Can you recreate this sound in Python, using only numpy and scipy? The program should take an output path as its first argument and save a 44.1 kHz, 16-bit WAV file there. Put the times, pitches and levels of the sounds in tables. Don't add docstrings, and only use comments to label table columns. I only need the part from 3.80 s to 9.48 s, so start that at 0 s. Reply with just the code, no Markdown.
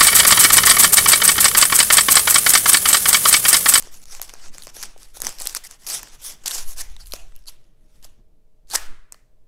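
import sys
import numpy as np
from scipy import signal
from scipy.fft import rfft, irfft
from scipy.io import wavfile
from scipy.ndimage import uniform_filter1d

SR = 44100
rng = np.random.default_rng(int(sys.argv[2]) if len(sys.argv) > 2 else 0)


def nominal_scale(level):
    x = np.asarray(level, float) / 20
    return 10 ** x


def pcm_store(signal):
    levels = np.round(np.clip(np.atleast_2d(signal), -1, 1) * 32767)
    wavfile.write(sys.argv[1], SR, levels.astype(np.int16).T)


N = 250399


def tearing():
    # (time
    # of full force [s], rise [s], fall [s], force [dB], keenness of the edge above it [dB])
    strokes = [(0.0, .01, 0.11, -56.5, 4.5), (0.048, 0.045, 0.085, -50.5, -12),
               (0.139, 0.035, 0.082, -51.5, 3.5), (0.238, 0.044, .003, -59, 7.5),
               (0.337, 0.085, 0.071, -47.5, -1), (0.424, 0.015, 0.044, -47.5, 5.5),
               (0.5, 0.3, 0.14, -53.5, -7), (0.654, 0.09, 0.062, -46.5, -14), (0.744, 0.033, 0.11, -50, -3),
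               (0.85, 0.081, 0.034, -56.5, 5), (0.9, 0.031, .008, -46, -8), (0.92, 0.041, 0.032, -64, -7),
               (0.951, 0.02, 0.038, -51.5, 5.5), (1.016, 0.073, 0.059, -40.5, -3.5),
               (1.05, 0.03, 0.13, -49, -20), (1.231, 0.078, .05, -53.5, -0.5), (1.29, 0.054, 0.064, -65, 2),
               (1.368, 0.037, 0.031, -47, 5.5), (1.476, 0.098, 0.044, -38.5, -10),
              (1.518, 0.13, 0.092, -49, 0), (1.61, 0.033, 0.21, -39, -3),
              (1.766, 0.02, 0.0094, -33.5, -6.5), (1.785, 0.0096, 0.0083, -53.5, 3),
              (1.841, 0.0059, 0.023, -45, 7.5), (1.871, 0.022, 0.008, -46, 6),
              (1.915, 0.037, 0.064, -49, -4), (2.053, 0.082, 0.023, -54.5, 2),
              (2.07, 0.0078, 0.075, -36.5, 4.5), (2.146, 0.065, 0.058, -34, 3.5),
              (2.212, 0.14, 0.16, -47, -13.5), (2.343, 0.033, 0.038, -52, -3.5),
              (2.416, 0.045, 0.015, -54.5, -2), (2.458, 0.045, 0.06, -44, 12.5),
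              (2.5, 0.027, 0.06, -42, -2), (2.56, 0.087, 0.52, -63, -6.5), (2.64, .005, .015, -52, -0.5),
              (2.663, 0.008, 0.041, -34, -3), (2.743, 0.096, 0.11, -32, -1.5), (2.91, 0.09, 0.053, -52, 12),
              (3.011, 0.056, 0.012, -33, 2), (3.021, 0.022, 0.062, -48, -3),
               (3.1, 0.06, 0.11, -57.5, -5), (3.21, 0.031, 0.041, -51, 1), (3.27, 0.038, 0.17, -65, 11.5),
                (3.346, 0.029, 0.042, -44, -2), (3.388, 0.017, 0.12, -56.5, -7),
                (3.58, 0.16, 0.11, -68.5, 0), (3.685, 0.022, 0.022, -47.5, 7.5),
                (3.7, 0.023, 0.077, -61.5, 0.5), (3.8, 0.066, 0.26, -80, 0.5), (4.17, .21, 0.18, -75, 4),
                (4.25, 0.029, 0.029, -55, 0), (4.28, 0.024, 0.17, -74, -1.5)]
    # (time [s], force [dB], sheet flapping free above it [dB])
    rip = [
        (4.869, -78, -7),
        (4.898, -59, -5),
        (4.903, -44, -10),
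        (4.931, -38, -4),
        (4.952, -27.5, -6.5),
        (4.958, -16, -12),
        (4.962, -35.5, -3),
        (4.991, -49.5, 1.5),
        (5.08, -76, 14),
    ]
    # (frequency [Hz], level per Hz [dB])
    fold_spectrum = [(1650, -45.5), (2800, -36), (3460, -29), (4090, -3), (4820, 9.5), (6000, 10.5),
                     (7050, 6.5), (8100, 7.5), (9180, -5), (10000, -4.5), (13000, -25), (22000, -120)]
    sheet_spectrum = [(180, -21.5), (300, -10.5), (839, -4.5), (988, -5.5), (2880, -7), (3500, -5.5),
                      (4550, -20), (7700, -120)]
    edge_spectrum = [(5290, -18), (9000, -16), (11100, -6.5), (15100, -24), (16300, -21), (16400, -29.5),
                     (16500, -54.5)]
    rounding, stroke_power = 0.21, 1.3
    sheet_db, sheet_follows, middle_force_db = -49.5, 0.72, -44.5
    rip_keen_db, rip_keen_most_db = -0.5, -26

    t = np.arange(N) / SR
    grains = fibres(per_s=1500, spread_db=-0.5, smooth=1.6, clump_db=1.5)
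    grains = patchy(grains, count=22, wander_db=1.5, per_s=40)
    fold, sheet, edge = np.zeros((3, N))
    for s, rise, fall, force_db, keen_db in strokes:
        ramp = swell(s, rise, fall)
        on = np.flatnonzero(ramp)
        shape = ramp[on] * (1 + rounding * (1 - ramp[on]))
        stroke = shape ** stroke_power
        fold[on] += nominal_scale(force_db) * stroke
        edge[on] += nominal_scale(force_db + keen_db) * stroke
        sheet[on] += nominal_scale(sheet_db + sheet_follows * (force_db - middle_force_db)) * shape

    s, force_db, free_db = np.transpose(rip)
    rip_edge_db = np.minimum(force_db + rip_keen_db, rip_keen_most_db)
    fold += np.interp(t, s, nominal_scale(force_db), left=0, right=0)
    sheet += np.interp(t, s, nominal_scale(force_db + free_db), left=0, right=0)
    edge += np.interp(t, s, nominal_scale(rip_edge_db), left=0, right=0)

    torn_fold = fold * coloured(grains, fold_spectrum)
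    rustle = sheet * coloured(grains, sheet_spectrum)
    edge_hiss = edge * coloured(grains, edge_spectrum)
    return torn_fold + rustle + edge_hiss + singing(grains)


def fibres(per_s, spread_db, smooth, clump_db):
    sizes = nominal_scale(spread_db * np.minimum(rng.exponential(1, N), 4)) * rng.standard_normal(N)
    breaks = rms_one(sizes * (rng.random(N) < per_s / SR))
    rub = smooth * rng.standard_normal(N)
    return (breaks + rub) * nominal_scale(clump_db * drift(220))


def patchy(grains, count, wander_db, per_s):
    out = np.zeros(N)
    for k, hz in enumerate(np.geomspace(200, 15500, count)):
        out += (-1) ** k * ringing(grains, hz, 0.18 * hz) * nominal_scale(wander_db * drift(per_s))
    return out


def singing(grains):
    # (time of the top [s], rise [s], fall [s], level [dB], pitch [Hz])
    slit = [(1.0, .05, .035, -48, 6000), (1.645, .03, .02, -42, 8100), (1.842, .008, 0.028, -45.5, 1980),
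            (2.108, .008, 0.022, -38, 4960), (2.135, .012, 0.028, -30.5, 8000),
            (2.16, .02, 0.021, -39, 10900), (2.745, .025, .03, -47, 6000), (3.02, .01, 0.076, -51.5, 2100),
            (3.212, .015, 0.02, -46, 4600), (3.345, .006, 0.14, -58, 2530), (3.345, .006, 0.14, -57, 690),
            (3.562, .012, 0.026, -61, 2800), (3.684, .018, 0.011, -36, 4420),
            (3.686, .015, 0.014, -47, 3200), (3.688, .012, 0.013, -55, 1030),
            (4.913, .008, 0.03, -38.5, 4370), (4.969, .008, 0.075, -45.5, 1750),
            (4.932, 0.031, 0.024, -39, 9600), (5.33, 0.0048, 0.13, -65, 1910),
            (2.48, 0.072, .05, -49.5, 3300), (3.013, .015, 0.01, -42.5, 1780), (0.33, .06, .03, -48, 5900)]
    out = np.zeros(N)
    for s, rise, fall, db, hz in slit:
        ramp = swell(s, rise, fall)
        on = np.flatnonzero(ramp)
        once = ringing(grains[on], hz, .2 * hz)
        twice = ringing(once, hz, .4 * hz)
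        out[on] += nominal_scale(db) * ramp[on] * rms_one(twice)
    return out


def snaps():
    # (time [s], peak [dB], pitch [Hz], dull knock above it [dB])
    light_snaps = [(0.006, -31.5, 6840, -12), (0.0245, -21.5, 6200, -10), (0.0723, -35, 5400, -12),
                   (0.2559, -29.5, 6900, -19), (0.3499, -21.5, 6500, -8), (0.3973, -30, 5600, 0.5),
                   (0.4164, -15, 5900, -11), (0.4944, -24, 3930, -9), (0.5383, -24, 5900, -9),
                   (0.6834, -35, 5900, -2), (0.7473, -32, 5500, -12), (0.7825, -21, 7500, -9),
                   (0.8223, -25.5, 4470, -14), (0.8356, -26, 6100, -20), (0.8702, -20.5, 5660, -7.5),
                   (0.8795, -32, 4600, -5), (0.9515, -41, 5700, -27), (0.9672, -23, 5270, -13),
                   (1.0283, -16, 4550, -11), (1.0346, -19.5, 6370, -8), (1.1783, -37, 7740, -15),
                   (1.2316, -28.5, 5800, -16)]
    saw_snaps = [(1.3713, -29, 5610, -13), (1.4034, -22, 8520, -13.5), (1.4189, -11.5, 6100, -12),
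                 (1.4427, -24.5, 7980, -11.5), (1.448, -19.5, 5460, -5.5), (1.453, -22.5, 5700, -18),
                 (1.4684, -7, 5700, -11.5), (1.4924, -17.5, 7300, -13.5), (1.586, -27, 5500, -11.5),
                 (1.601, -19, 8400, -17.5), (1.6142, -20, 8040, -20), (1.6197, -16.5, 8400, -16.5),
                 (1.6561, -20, 9000, -9), (1.6712, -9.5, 6100, -13), (1.6953, -20.5, 5800, -19),
                 (1.7271, -32.5, 5620, -19), (1.749, -10, 8630, -10), (1.769, -12.5, 5300, -24),
                 (1.7738, -17, 8200, -21), (1.911, -26, 8400, -13.5), (2.0663, -23, 6500, -30.5),
                 (2.1004, -12.5, 6040, -36), (2.231, -24.5, 7200, -5.5), (2.637, -38.5, 7970, -8),
                 (2.6595, -15, 5580, -18.5), (2.6713, -19.5, 4460, -15), (2.6772, -15, 4740, -18.5),
                 (2.6798, -10.5, 6960, -27), (2.7105, -14, 3600, -11.5), (2.7157, -11.5, 4650, -16)]
    late_snaps = [(3.1653, -31.5, 3580, -4), (3.259, -36, 4610, -29), (3.2703, -31.5, 9050, -37),
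                  (3.3116, -36, 9100, -22), (3.3218, -20.5, 4330, -31), (3.3365, -13, 5130, -5.5),
                  (3.555, -43, 6030, -22), (3.5628, -31.5, 11500, -37), (3.5912, -44, 11500, -21),
                  (3.6233, -52, 5300, -17), (3.6395, -48, 5500, -18), (3.658, -41, 5030, -12),
                  (3.6904, -29, 4700, -23), (3.842, -53.5, 5170, -13), (4.1579, -52.5, 4600, -12.5),
                  (4.2277, -38, 4540, -28), (4.2453, -29, 4600, -31), (4.2499, -33, 6300, -20.5),
                  (4.873, -52, 4334, -20), (4.8845, -44, 4670, -19), (4.9534, -8.5, 4300, -2.5),
                  (4.9576, -10.5, 8200, -26), (4.9595, -6.5, 5400, -12.5), (5.3228, -21, 7880, -13),
                  (5.3292, -40.5, 5760, -12), (5.3441, -40.5, 4360, 1.5)]
    more_snaps = [(0.4225, -43, 6300, -10), (0.4255, -27, 8000, -19), (0.431, -37, 5500, -1),
                  (0.5005, -37, 2900, 3), (0.506, -48, 6000, -7), (0.546, -36, 4000, -2),
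                  (0.5545, -43, 6000, -1), (1.4255, -27, 8500, -8), (1.4357, -25, 8000, -5),
                  (1.4605, -27, 5300, -3), (1.4757, -24, 4500, -8), (1.4825, -33, 2800, 5),
                  (3.329, -39.5, 3440, -12), (4.9015, -30, 7770, -13.5), (4.9062, -31, 4310, -21.5),
                  (4.9115, -25.5, 4240, -20), (4.917, -26.5, 4700, -20.5), (4.9367, -16.5, 9170, -13),
                  (4.9481, -15, 9750, -13.5), (0.8275, -33, 9000, -20), (0.8385, -46, 7000, -20),
                  (0.848, -35, 6000, -20), (0.858, -34, 7000, -20), (0.885, -44, 6000, -20),
                  (0.892, -46, 6000, -20), (0.9015, -45, 6000, -20), (0.945, -35, 7000, -18),
                  (1.0328, -18, 5500, -18), (1.0362, -18.5, 6500, -7.5), (1.595, -27, 8000, -15),
                  (1.6055, -26.5, 6000, -20), (1.6315, -28.5, 8500, -15), (1.6445, -37, 6000, -18),
                  (1.6635, -20, 3300, -8), (1.7665, -19, 6000, -20), (2.088, -18.5, 8500, -28),
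                  (2.1035, -16.5, 6000, -9.5), (2.1265, -17.5, 8000, -18), (2.1435, -20.5, 8000, -18),
                  (2.1935, -30, 6500, -1), (2.666, -21.5, 4700, -14), (2.681, -12, 8000, -19),
                  (2.6832, -18, 5500, -15), (3.272, -39, 3300, -24), (3.522, -49.5, 2500, 1),
                  (0.218, -39, 7500, -20), (0.24, -36, 7500, -16), (2.273, -40, 2500, 2),
                  (2.285, -36, 7000, -20)]
    groups = [(light_snaps, .45), (saw_snaps, 1.0), (late_snaps, .55), (more_snaps, .55)]
    repeat_s, repeat_db = 0.0013, -10

    size = 500
    t = np.arange(size) / SR
    rows = [(*row, ms) for group, ms in groups for row in group]
    noise = rng.standard_normal((len(rows), size))
    out = np.zeros(N + size)
    for (s, peak_db, hz, dull_db, ms), n in zip(rows, noise):
        last_ms = ms * (1 + 0.5 * np.tanh(n[-1]))
        thin_db = -14.5 + 2 * np.tanh(n[-2])
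        thin_db += 0.39 * (dull_db + 15) + 0.71 * (peak_db + 18.5)

        after = np.maximum(t - .0008 * last_ms, 0)
        decay = np.exp(-after / .00035) + .14 * np.exp(-after / .002)
        burst = n * np.minimum(t / .0002, 1) * decay
        burst[8] += 4.5

        crack = peak_one(ringing(burst, hz, .2 * hz) + .3 * band(burst, 3000, 9500))
        knock = peak_one(band(burst, 1000, 3300))
        tick = peak_one(ringing(burst, 10700, 2400) + .15 * band(burst, 9500, 14000))
        body = crack + nominal_scale(dull_db) * knock + nominal_scale(thin_db) * tick
        lag = int(repeat_s * (1 + .3 * np.tanh(n[-3])) * SR)
        body[lag:] += nominal_scale(repeat_db) * body[:-lag].copy()
        start = int((s - .0002) * SR)
        out[start:start + size] += nominal_scale(peak_db + 2.5) * body
    return out[:N]


def nicks():
    # (time [s], peak [dB], pitch [Hz])
    nick_events = [(0.4164, -11.5, 11800), (1.4189, -9.5, 10500), (1.448, -22, 9000), (1.453, -17.5, 9500),
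                   (1.4684, -12.5, 11500), (1.4745, -25.5, 11000), (1.601, -22, 12500), (1.656, -23, 11500),
                   (1.672, -8.5, 8000), (1.7271, -33, 12800), (1.75, -12, 10000), (1.778, -31, 10000),
                   (2.0668, -27, 8800), (2.2306, -23, 12440), (2.66, -17, 11000), (2.682, -15, 11000),
                   (1.0283, -17.5, 11700), (2.539, -38.5, 12200), (3.265, -41, 11000),
                   (3.277, -37.5, 10500), (3.312, -41, 11500), (3.3215, -26, 11300), (3.329, -40, 11000),
                   (3.3328, -33, 11200), (3.343, -30.5, 10500), (4.9535, -12, 9800)]
    size = 300
    t = np.arange(size) / SR
    noise = rng.standard_normal((len(nick_events), size))
    out = np.zeros(N + size)
    for (s, peak_db, hz), n in zip(nick_events, noise):
        tick = ringing(n * np.exp(-t / 0.00037), hz, 0.094 * hz)
        start = int(s * SR)
        out[start:start + size] += nominal_scale(peak_db) * peak_one(tick)
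    return out[:N]


def thuds():
    # (time [s], peak [dB], pitch [Hz])
    knocks = [(0.0238, -44, 1160), (0.0723, -35.5, 577), (0.3974, -34.5, 660), (0.4154, -36, 833),
              (0.5368, -34, 550), (0.553, -38.5, 1245), (0.7524, -41, 592), (0.8702, -30.5, 715),
              (0.967, -36, 500), (1.0269, -49, 1180), (1.1623, -37.5, 514), (1.3697, -33.5, 742),
              (1.4013, -34.5, 1034), (1.4186, -31.5, 617), (1.4388, -31, 350), (1.46, -36, 500),
              (1.468, -25.5, 749), (1.484, -34, 499.5), (1.6097, -31, 1286), (1.6188, -32.5, 964),
              (1.656, -34.5, 463), (1.671, -30.5, 702), (1.748, -42, 1490), (1.768, -29, 1480),
              (2.1014, -40.5, 860), (2.2316, -36.5, 884), (2.657, -29.5, 967), (3.011, -52.5, 1490),
              (3.3367, -26, 586), (3.6896, -54, 1030), (4.2498, -44, 643), (4.9533, -24.5, 1000),
              (5.323, -54, 499), (5.3456, -45, 1450)]
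    size = 900
    t = np.arange(size) / SR
    noise = rng.standard_normal((len(knocks), size))
    out = np.zeros(N + size)
    for (s, peak_db, hz), n in zip(knocks, noise):
        push = np.exp(-t / 0.000098) + 0.32 * n * np.exp(-t / 0.0031)
        skin = peak_one(ringing(band(push, 200, 1100), hz, .9 * hz))
        rough = peak_one(band(push, 550, 3100))
        start = int(s * SR)
        out[start:start + size] += nominal_scale(peak_db) * peak_one(skin + 0.34 * rough)
    return out[:N]


def whoop():
    # (time [s], pitch [Hz], level [dB])
    sweep = [
        (4.927, 497, -46),
        (4.943, 958, -28),
        (4.95, 1493, -34.5),
        (4.959, 2020, -28.5),
        (4.963, 1890, -35),
        (4.985, 1750, -50.5),
    ]
    s, hz, db = np.transpose(sweep)
    t = np.arange(N) / SR
    level = nominal_scale(np.interp(t, s, db, left=-200, right=-200)) * (1 + .5 * drift(350))
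    phase = 2 * np.pi * np.cumsum(np.interp(t, s, hz)) / SR
    return level * np.sin(phase)


def pocket():
    open_s, hz, width_hz = 4.962, 1290, 760
    start_db, db_per_s = -43, -83
    after = np.arange(N) / SR - open_s
    hollow = ringing(rng.standard_normal(N), hz, width_hz)
    hollow = ringing(hollow, hz, 2 * width_hz)
    return nominal_scale(start_db + db_per_s * np.maximum(after, 0)) * (after > 0) * rms_one(hollow)


def kitchen(x):
    # (frequency [Hz], time to fall 60 dB [s], tail level [dB])
    walls = [(200, .7, -17), (800, 0.5, -13), (1600, .65, -14), (3200, 0.55, -16), (6560, 0.43, -21),
             (13000, 0.32, -22)]
    where_hz, t60, tail_db = np.transpose(walls)
    octaves = 200 * 2. ** np.arange(7)
    noise = rng.standard_normal((len(octaves), N))
    out = np.zeros(N)
    gap = int(.004 * SR)
    for hz, n in zip(octaves, noise):
        edges = hz / 2 ** .5, hz * 2 ** .5
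        keep = nominal_scale(-120 / (np.interp(hz, where_hz, t60) * SR))
        sent = uniform_filter1d(band(x, *edges) ** 2, gap, origin=gap // 2 - 1)
        energy = signal.lfilter([1 - keep], [1, -keep], sent)
        level = nominal_scale(np.interp(hz, where_hz, tail_db)) * np.sqrt(np.abs(energy))
        out[gap:] += (level * rms_one(band(n, *edges)))[:-gap]
    return out


def air():
    # (time [s], level [dB])
    arms = [(0.0, -61), (0.3, -56.5), (1.2, -51.5), (1.74, -49), (1.95, -58), (2.17, -48), (2.7, -52),
            (2.86, -43), (3.1, -37), (3.35, -38.5), (3.9, -56), (4.2, -48.5), (4.8, -58), (4.931, -49),
            (5.2, -54), (5.35, -60), (5.68, -51.5)]
    # (time [s], half length [s], level [dB])
    sleeves = [(0.14, 0.26, -63), (0.895, 0.74, -61), (1.455, 0.077, -46), (1.675, 0.21, -65.5),
               (2.19, 0.33, -62), (2.553, 0.18, -60), (3.206, 0.67, -75.5), (3.844, 0.15, -72),
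               (4.194, 0.29, -66), (4.95, 0.056, -47.5), (5.12, 0.091, -59.5)]
    # (time [s], half length [s], level [dB])
    swings = [
        (0.306, 1, -34),
        (1.449, 0.28, -38.5),
        (2.858, 0.096, -31),
        (5.069, 0.18, -22),
    ]
    sway_db, flutter_db, sleeve_rest_db = 7.5, 0, -70

    push = nominal_scale(np.interp(np.arange(N) / SR, *np.transpose(arms)))
    sway = coloured(rng.standard_normal(N), [(4, -2.0), (9, -9.0), (18, -22.5)])
    flutter = coloured(rng.standard_normal(N), [(20, 6.0), (45, -10.0), (90, -22.5)])
    cloth = coloured(rng.standard_normal(N), [(110, 2), (330, -2)]) * nominal_scale(3.5 * drift(25) - 3)
    shifting = nominal_scale(sleeve_rest_db) + sum(nominal_scale(db) * swell(s, half, half) for s, half, db in sleeves)
    swing = sum(nominal_scale(db) * swell(s, half, half) for s, half, db in swings)
    return (nominal_scale(sway_db) * push + swing) * sway + nominal_scale(flutter_db) * push * flutter + shifting * cloth


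def background():
    # (frequency [Hz], level per Hz [dB])
    room_tone = [(41, -47.5), (70, -15), (124, 0.5), (145, -1), (276, -19), (355, -16.5), (389, -11.5),
                 (628, -11.5), (865, -19), (1340, -26), (16500, -32.5)]
    # (frequency [Hz], level [dB])
    motor = [(118.4, -78), (355.3, -89), (441.4, -78.5), (619.1, -77.5)]
    t = np.arange(N) / SR
    hum = np.zeros(N)
    for hz, db in motor:
        hum += nominal_scale(db + 0.97 * drift(3.6)) * np.sin(2 * np.pi * hz * t)
    return nominal_scale(-71.5) * coloured(rng.standard_normal(N), room_tone) + hum


def rms_one(x):
    return x / np.sqrt(np.mean(x ** 2) + 1e-20)


def peak_one(x):
    return x / np.abs(x).max()


def coloured(x, spectrum):
    hz = np.maximum(np.fft.rfftfreq(len(x), 1 / SR), 1)
    point_hz, point_db = np.transpose(spectrum)
    db = np.interp(np.log(hz), np.log(point_hz), point_db)
    octaves_below = np.maximum(np.log2(point_hz[0] / hz), 0)
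    octaves_above = np.maximum(np.log2(hz / point_hz[-1]), 0)
    return rms_one(irfft(rfft(x) * nominal_scale(db - 14.3 * (octaves_below + octaves_above)), len(x)))


def band(x, low_hz, high_hz):
    return signal.sosfilt(signal.butter(2, [low_hz, high_hz], "band", fs=SR, output="sos"), x)


def ringing(x, hz, width_hz):
    r = np.exp(-np.pi * width_hz / SR)
    poles = [1, -2 * r * np.cos(2 * np.pi * hz / SR), r * r]
    return signal.lfilter([(1 - r * r) / 2, 0, (r * r - 1) / 2], poles, x)


def drift(rate):
    knots = rng.standard_normal(int(N / SR * 400) + 2)
    return rms_one(np.interp(np.arange(N) / SR * rate, np.arange(len(knots)), knots))


def swell(s, rise, fall):
    out = np.zeros(N)
    on = np.arange(max(int((s - rise) * SR), 0), min(int((s + fall) * SR), N))
    out[on] = np.interp(on / SR, [s - rise, s, s + fall], [0, 1, 0])
    return out


def scene():
    paper = tearing() + snaps() + nicks() + thuds() + whoop()
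    mono = paper + kitchen(paper) + air() + background() + pocket()
    return np.array([mono, mono])


def roll_off(x):
    return signal.sosfilt(signal.butter(12, 17020, fs=SR, output="sos"), x)


def record(dry):
    held = dry / (1 + (dry / .6) ** 4) ** .25
    top_cut = signal.cheby2(10, 40, 16200, fs=SR, output="sos")
    return roll_off(signal.sosfilt(top_cut, held))


dry = scene()
out = record(dry)
pcm_store(out)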